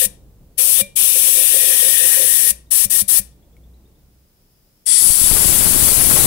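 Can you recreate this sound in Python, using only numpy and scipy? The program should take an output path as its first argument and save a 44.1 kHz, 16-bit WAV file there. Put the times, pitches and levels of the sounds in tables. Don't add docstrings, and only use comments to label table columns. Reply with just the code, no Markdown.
import sys
import numpy as np
from scipy import signal
from scipy.fft import rfft, irfft, next_fast_len
from scipy.io import wavfile
from scipy.ndimage import uniform_filter1d, map_coordinates

SR = 44100
rng = np.random.default_rng(int(sys.argv[2]) if len(sys.argv) > 2 else 0)


def unload_wav(signal):
    wavfile.write(
        sys.argv[1],
        SR,
        np.round(np.clip(np.atleast_2d(signal).T, -1, 1) * 32767).astype(np.int16),
    )


N = 276066
T = np.arange(N) / SR

# valve opens t/s, valve shuts t/s, hose thump level/dB, glass ring level/dB
TRIGGER_PULLS = [(-.1, 0.056, -25, -46), (0.571, 0.812, -24.5, -25), (0.951, 2.508, -31.5, -41.5),
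                 (2.701, 2.851, -23, -44), (2.892, 3.016, -22.5, -44), (3.073, 3.192, -23, -47.5)]


def amp(db):
    return 10 ** (np.asarray(db) / 20)


def unit(x):
    return x / np.sqrt(np.mean(x ** 2) + 1e-20)


def along(points, hz):
    f, *cols = np.transpose(points)
    return np.squeeze([np.interp(np.log(hz + 1), np.log(f + 1), c) for c in cols])


def curves(rows):
    s, *cols = np.transpose(rows)
    return [np.interp(T, s, c) for c in cols]


def wobble(rate):
    return map_coordinates(rng.standard_normal(int(N * rate / SR) + 4), [T * rate])


def filtered(x, response):
    m = next_fast_len(N + SR // 2)
    spectrum = rfft(x, m) * response(np.fft.rfftfreq(m, 1 / SR))
    return irfft(spectrum, m)[..., :N]


def band(hz, centre_hz, width_hz):
    return 1j * hz * width_hz / (centre_hz ** 2 - hz ** 2 + 1j * hz * width_hz)


def ringing(modes, t):
    ring = 0
    for hz, db, t60 in modes:
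        level_db = db + rng.normal(0, 2.0) - 60 * t / t60
        ring = ring + amp(level_db) * np.sin(2 * np.pi * hz * t)
    return ring


def turbulence(alike, patchy_db, turn=0):
    z = signal.stft(rng.standard_normal((2, N)), nperseg=512)[2]
    field = rng.standard_normal(z.shape[1:])
    field = uniform_filter1d(field, size=4, axis=0)
    field = uniform_filter1d(field, size=6, axis=1)
    patchy = z * amp(patchy_db * unit(field))
    shared, separate = signal.istft(patchy, nperseg=512)[1][:, :N]

    like = lambda hz: np.clip(alike * (0.37 + .6 / (1 + (hz / 2300) ** 4)), 0, 1)
    lag = lambda hz: np.exp(-1j * turn / (1 + (1100 / (hz + 1)) ** 2.7))
    right = filtered(shared, lambda hz: like(hz) * lag(hz))
    right = right + filtered(separate, lambda hz: np.sqrt(1 - like(hz) ** 2))
    return np.array([shared, right])


def jet(colour, modes, noise, dull_db=0, thin_db=0):
    rise = lambda hz: sum(np.outer(db, abs(band(hz, c, w)) ** 2) for c, w, *db in modes)
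    top = lambda hz: dull_db / (1 + (12000 / (hz + 1)) ** 10)
    bass = lambda hz: thin_db / (1 + (hz / 3000) ** 4)
    x = filtered(noise, lambda hz: amp(along(colour, hz) + rise(hz) + top(hz) + bass(hz)))
    return x / np.std(x[0])


def valve(opens, shuts):
    build_s, bleed_s = .0095, 0.0069
    up = 1 - np.exp(-(np.clip(T - opens, 0, 1) / build_s) ** 2)
    return up ** 2 * np.exp(-np.clip(T - shuts, 0, 1) / bleed_s)


def spray():
    # f/Hz, left relative level/dB, right relative level/dB
    colour = [(50, -43, -48), (300, -42, -36.5), (1010, -32, -30), (1530, -31, -31), (2790, -19.5, -31.5),
              (4530, -15, -28.5), (7000, -11.5, -26), (7830, -8, -25.5), (10100, -4, -23.5),
              (12500, -3, -23), (13300, -13, -18), (15350, -5.5, -16.5), (15820, -10, -21)]
    # f/Hz, width/Hz, left rise/dB, right rise/dB
    tube_modes = [(5700, 570, 4, 6.5), (7780, 110, 7.5, 3), (8795, 630, 7, -3.5), (10174, 1000, 7.5, -3),
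                  (11100, 299, -1, -1.5), (12200, 440, 4, 1), (14400, 440, 5, -2)]
    # t/s, rasp level/dB, mist level/dB
    water = [(0, -39.5, -33.5), (.58, -36.5, -32), (.65, -63, -40), (.81, -39, -29.5), (.96, -49, -31.5),
             (1.4, -43.5, -31.5), (1.6, -37, -30), (1.95, -34.5, -30.5), (2.5, -37, -36),
             (2.72, -41.5, -38.5), (3.2, -42, -41)]
    turn = 3.4

    air = sum(valve(opens, shuts) for opens, shuts, *_ in TRIGGER_PULLS)
    rasp_db, mist_db = curves(water)

    cavity = lambda hz: band(hz, 521, 83) ** 2 + 0.34 * band(hz, 373, 60) ** 2
    uneven = amp(1.2 * wobble(30))
    gurgle = unit(uneven * filtered(turbulence(0.95, 0, turn=turn), cavity))

    tearing = lambda hz: band(hz, 1847, 239.5) ** 2
    rasp = unit(filtered(turbulence(0.96, 1.5, turn=2.9), tearing)) * amp([[6], [-1.5]])
    rasp = amp(rasp_db + 1.5 * wobble(14)) * rasp

    fizz = lambda hz: (abs(band(hz, 2410, 250)) ** 2
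                       + 1.4 * abs(band(hz, 2890, 700)) ** 2
                       + 1.25 * abs(band(hz, 3560, 570)) ** 2)
    mist = unit(filtered(turbulence(0.71, 2.4, turn=turn), fizz)) * amp([[6], [-4]])

    hiss = jet(colour, tube_modes, turbulence(.8, 0.67, turn=turn))
    hiss = amp(-7.5 + 0.46 * wobble(29)) * hiss
    return air * (hiss + slugs() * gurgle + rasp + amp(mist_db) * mist)


def slugs():
    # t/s, peak level/dB
    booms = [(.03, -32), (.605, -36.5), (.81, -31), (1.035, -42.5), (1.165, -33.5), (1.275, -38),
             (1.375, -32.5), (1.543, -32), (1.63, -36.5), (1.695, -30), (1.84, -30.5), (2.02, -31),
             (2.18, -30), (2.235, -36), (2.43, -42), (2.755, -55.5), (2.915, -54.5), (3.02, -47),
             (3.19, -45.5)]
    rise_db_per_s, fall_db_per_s, simmer_db = 400, 169.5, -54.5
    s, db = np.transpose(booms)[:, :, None]
    slope = np.where(T < s, rise_db_per_s, fall_db_per_s)
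    swells = amp(db - slope * abs(T - s))
    return np.sqrt(amp(simmer_db) ** 2 + np.sum(swells ** 2, axis=0))


def shutoff():
    # f/Hz, relative level/dB, t60/s
    hose_modes = [(194, -1.5, 0.11), (100.2, -4.5, 0.1), (30, -5.5, 0.082)]
    # f/Hz, relative level/dB, t60/s
    glass_modes = [(565, -3, .2), (2374, -2, .18), (2410, -7, .09), (3900, -9, .1)]
    out, t = np.zeros(N + SR), np.arange(SR // 2) / SR
    onset = 1 - np.exp(-t / 0.0042)
    for _, shuts, thump_db, ring_db in TRIGGER_PULLS:
        thump = amp(thump_db) * ringing(hose_modes, t)
        ring = amp(ring_db) * ringing(glass_modes, t)
        out[round(shuts * SR):][:len(t)] += (thump + ring) * onset
    return out[:N] * amp([[1], [-1]])


def bench():
    # f/Hz, left relative level/dB, right relative level/dB
    colour = [(60, -34, -32), (300, -38, -28.5), (700, -26, -27.5), (1500, -22, -30), (3000, -15, -26.5),
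              (5000, -12, -29), (6200, -10.5, -26), (8200, -4.5, -21), (10030, 1.5, -21.5),
              (12300, -4, -16), (13200, -5.5, -20), (15700, -10, -8)]
    # f/Hz, width/Hz, left rise/dB at low, middle and full flow, right rise/dB
    tube_modes = [(1950, 250, 12, 3, 0, 4), (3400, 450, 11, 4, 2, 3), (4620, 400, 10, 6, 3, 0),
                  (5650, 450, 11, 5, 1, 9), (7710, 300, 14, 10, 4, 8), (8380, 300, 4, 7, 2, 2),
                  (8930, 480, 18, 4, 1, 2), (10080, 400, 13, 11, 4, 6), (11150, 350, 0, 7, 2, 3),
                  (12400, 350, 2, 3, 1, 0), (13800, 400, 5, 5, 1, 3)]
    # t/s, jet level/dB, valve opening (0 low, 1 middle, 2 full)
    flow = [(4.85, -13, 0.49), (4.9, -8, 0.093), (4.975, -6, 0.082), (5.01, -6, 0.92), (5.3, -7.5, 1.56),
            (5.6, -7.5, 2.03), (6.26, -7.5, 1.93)]
    # top shift/dB, bass shift/dB, right port level/dB
    stages = [(-30, -2.5, 0), (-3.5, -6.0, -1.5), (1.0, 2.5, -1)]

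    jet_db, opening = curves(flow)
    out = 0
    for stage, (dull_db, thin_db, right_db) in enumerate(stages):
        modes = [(hz, width, rises[stage], rises[-1]) for hz, width, *rises in tube_modes]
        share = np.clip(1 - abs(np.clip(opening, 0, 2) - stage), 0, 1)
        stage_jet = jet(colour, modes, turbulence(0, 1.3), dull_db, thin_db)
        out = out + np.sqrt(share) * stage_jet * amp([[0], [right_db]])
    pressure = valve(4.852, 99)
    return pressure * amp(jet_db + 0.5 * wobble(13)) * out


def buffeting():
    # t/s, thud level/dB
    buffets = [(5.005, -46), (5.03, -36), (5.09, -31), (5.15, -42), (5.27, -28), (5.32, -22.5), (5.9, -22),
               (6.26, -17.5)]
    # t/s, strength of the downward push/dB
    gusts = [(5.024, 22), (5.068, 28), (5.103, 36), (5.215, 34), (5.239, 34), (5.315, 41), (5.334, 37),
             (5.357, 35), (5.423, 30), (5.471, 30), (5.665, 35.5), (5.70, 27), (5.828, 40.5), (6.052, 31)]
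    eddies_per_s = 330
    flutter_db, flutter_follows = -11, 0.63

    thud_db, = curves(buffets)
    jolt = lambda centre_hz, width_hz: lambda hz: band(hz, centre_hz, width_hz) / (1 + 1j * hz / 450)
    struck = rng.random(N) < eddies_per_s / SR
    direction = np.sign(rng.random(N) - .75)
    eddies = struck * direction * amp(3.5 * rng.exponential(1, N).clip(0, 2.2))

    large = np.zeros(N)
    for s, db in gusts:
        large[round(s * SR)] = -amp(db)
    thuds = amp(thud_db) * unit(filtered(eddies, jolt(33, 165))) + filtered(large, jolt(8.6, 40))

    flutter = filtered(rng.standard_normal(N), lambda hz: band(hz, 300, 1120))
    flutter = unit(amp(3.3 * wobble(60)) * flutter)
    flutter = amp(flutter_db + flutter_follows * thud_db) * flutter
    return (T > buffets[0][0]) * (thuds + flutter) * [[1], [0]]


def walls(x):
    # f/Hz, t60/s
    decay = [(200, 0.51), (1500, 0.33), (4000, 0.32), (7000, 0.27), (10000, 0.22), (15000, .15)]
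    hz, t, z = signal.stft(rng.standard_normal((2, SR // 2)), SR, nperseg=256)
    dying = z * amp(-60 * t / along(decay, hz)[:, None])
    tail = signal.istft(dying, SR, nperseg=256)[1]
    return signal.fftconvolve(x, tail / np.linalg.norm(tail[0]), axes=1)[:, :N]


def tick():
    # t/s, starting level/dB midway between the ports, f/Hz
    ticks = [(3.567, -52, 2210)]
    out, t = np.zeros(N), np.arange(round(.02 * SR)) / SR
    for s, db, hz in ticks:
        body = np.sin(2 * np.pi * hz * t) + 0.37 * rng.standard_normal(len(t))
        out[round(s * SR):][:len(t)] += amp(db - 60 * t / 0.037) * body
    return out * amp([[3], [-3]])


def birds():
    # start t/s, peak level/dB midway between the ports, centre f/Hz
    chirps = [(2.6593, -62.5, 3720), (3.3119, -64, 3520), (3.4226, -65, 3410), (3.5229, -65.5, 3420),
              (3.6316, -62.5, 3500), (3.7344, -62, 3950), (3.8511, -64, 3700), (3.9489, -67, 3610)]
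    length_s, sweep = 0.0183, 0.094
    out, t = np.zeros(N), np.arange(round(length_s * SR)) / SR
    for s, db, hz in chirps:
        pitch = hz * (1 + sweep * (2 * t / t[-1] - 1))
        chirp = np.hanning(len(t)) * np.sin(2 * np.pi * np.cumsum(pitch) / SR)
        out[round(s * SR):][:len(t)] += amp(db) * chirp
    return out * amp([[2.5], [-2.5]])


def background():
    # f/Hz, relative level/dB per Hz
    traffic = [(12, -35.5), (25, 1), (50, -6), (95, -5.5), (150, -5.5), (250, -13), (500, -18.5),
               (1000, -32.5), (2000, -51.5), (4000, -120)]
    # t/s, level/dB
    engine = [(0, -50), (.12, -45.5), (.8, -55), (1.36, -62), (1.51, -49), (1.62, -63), (1.92, -46),
              (2.36, -58), (2.52, -39), (2.8, -56), (3.12, -55), (3.26, -41.5), (3.45, -56), (3.56, -45),
              (3.75, -43), (3.94, -56), (4.2, -53.5), (4.42, -78)]
    # f/Hz, relative level/dB per Hz
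    mic_noise = [(300, -5), (2000, -12), (8000, -12.5), (13000, -11), (15500, -6.5)]
    # f/Hz, width/Hz, relative level/dB
    leak_modes = [(5150, 900, 1), (10100, 600, -3), (11600, 400, 2), (15000, 1200, 1)]
    at_bench = np.interp(T, (3.76, 4.5), [0, 1])

    start_db, sag_db_per_s, bench_drop_db = -50.5, 0.55, 7.5
    rush_db = start_db - sag_db_per_s * T - bench_drop_db * at_bench + 1.4 * wobble(4.5)
    rush = unit(filtered(turbulence(.9, -1.0), lambda hz: amp(along(traffic, hz))))

    drone_db, = curves(engine)
    base_hz, rise_hz_per_s = 53.7, 2.1
    drone_hz = base_hz + rise_hz_per_s * T + .6 * wobble(2.5)
    drone = amp(drone_db) * np.sin(2 * np.pi * np.cumsum(drone_hz) / SR)

    hiss = unit(filtered(rng.standard_normal((2, N)), lambda hz: amp(along(mic_noise, hz))))
    leak_colour = lambda hz: sum(amp(db) * abs(band(hz, c, w)) ** 2 for c, w, db in leak_modes)
    leak = unit(filtered(turbulence(0, .5), leak_colour))
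    return amp(rush_db) * rush + drone + amp(-60.5) * hiss + amp([[-64], [-70]]) * at_bench * leak


def scene():
    near = spray() + shutoff() + bench()
    far = birds()
    reverb = walls(amp([[-19], [-13]]) * near + amp(-3) * far)
    return near + far + tick() + reverb + buffeting() + background()


def record(dry):
    ceiling, top_hz = .94, 15780
    clipped = dry / (1 + abs(dry / ceiling) ** 6) ** (1 / 6)
    edge = lambda hz: .5 - .5 * np.tanh((hz - top_hz) / 50)
    return np.clip(filtered(clipped, edge), -1, 1)


dry = scene()
out = record(dry)
unload_wav(out)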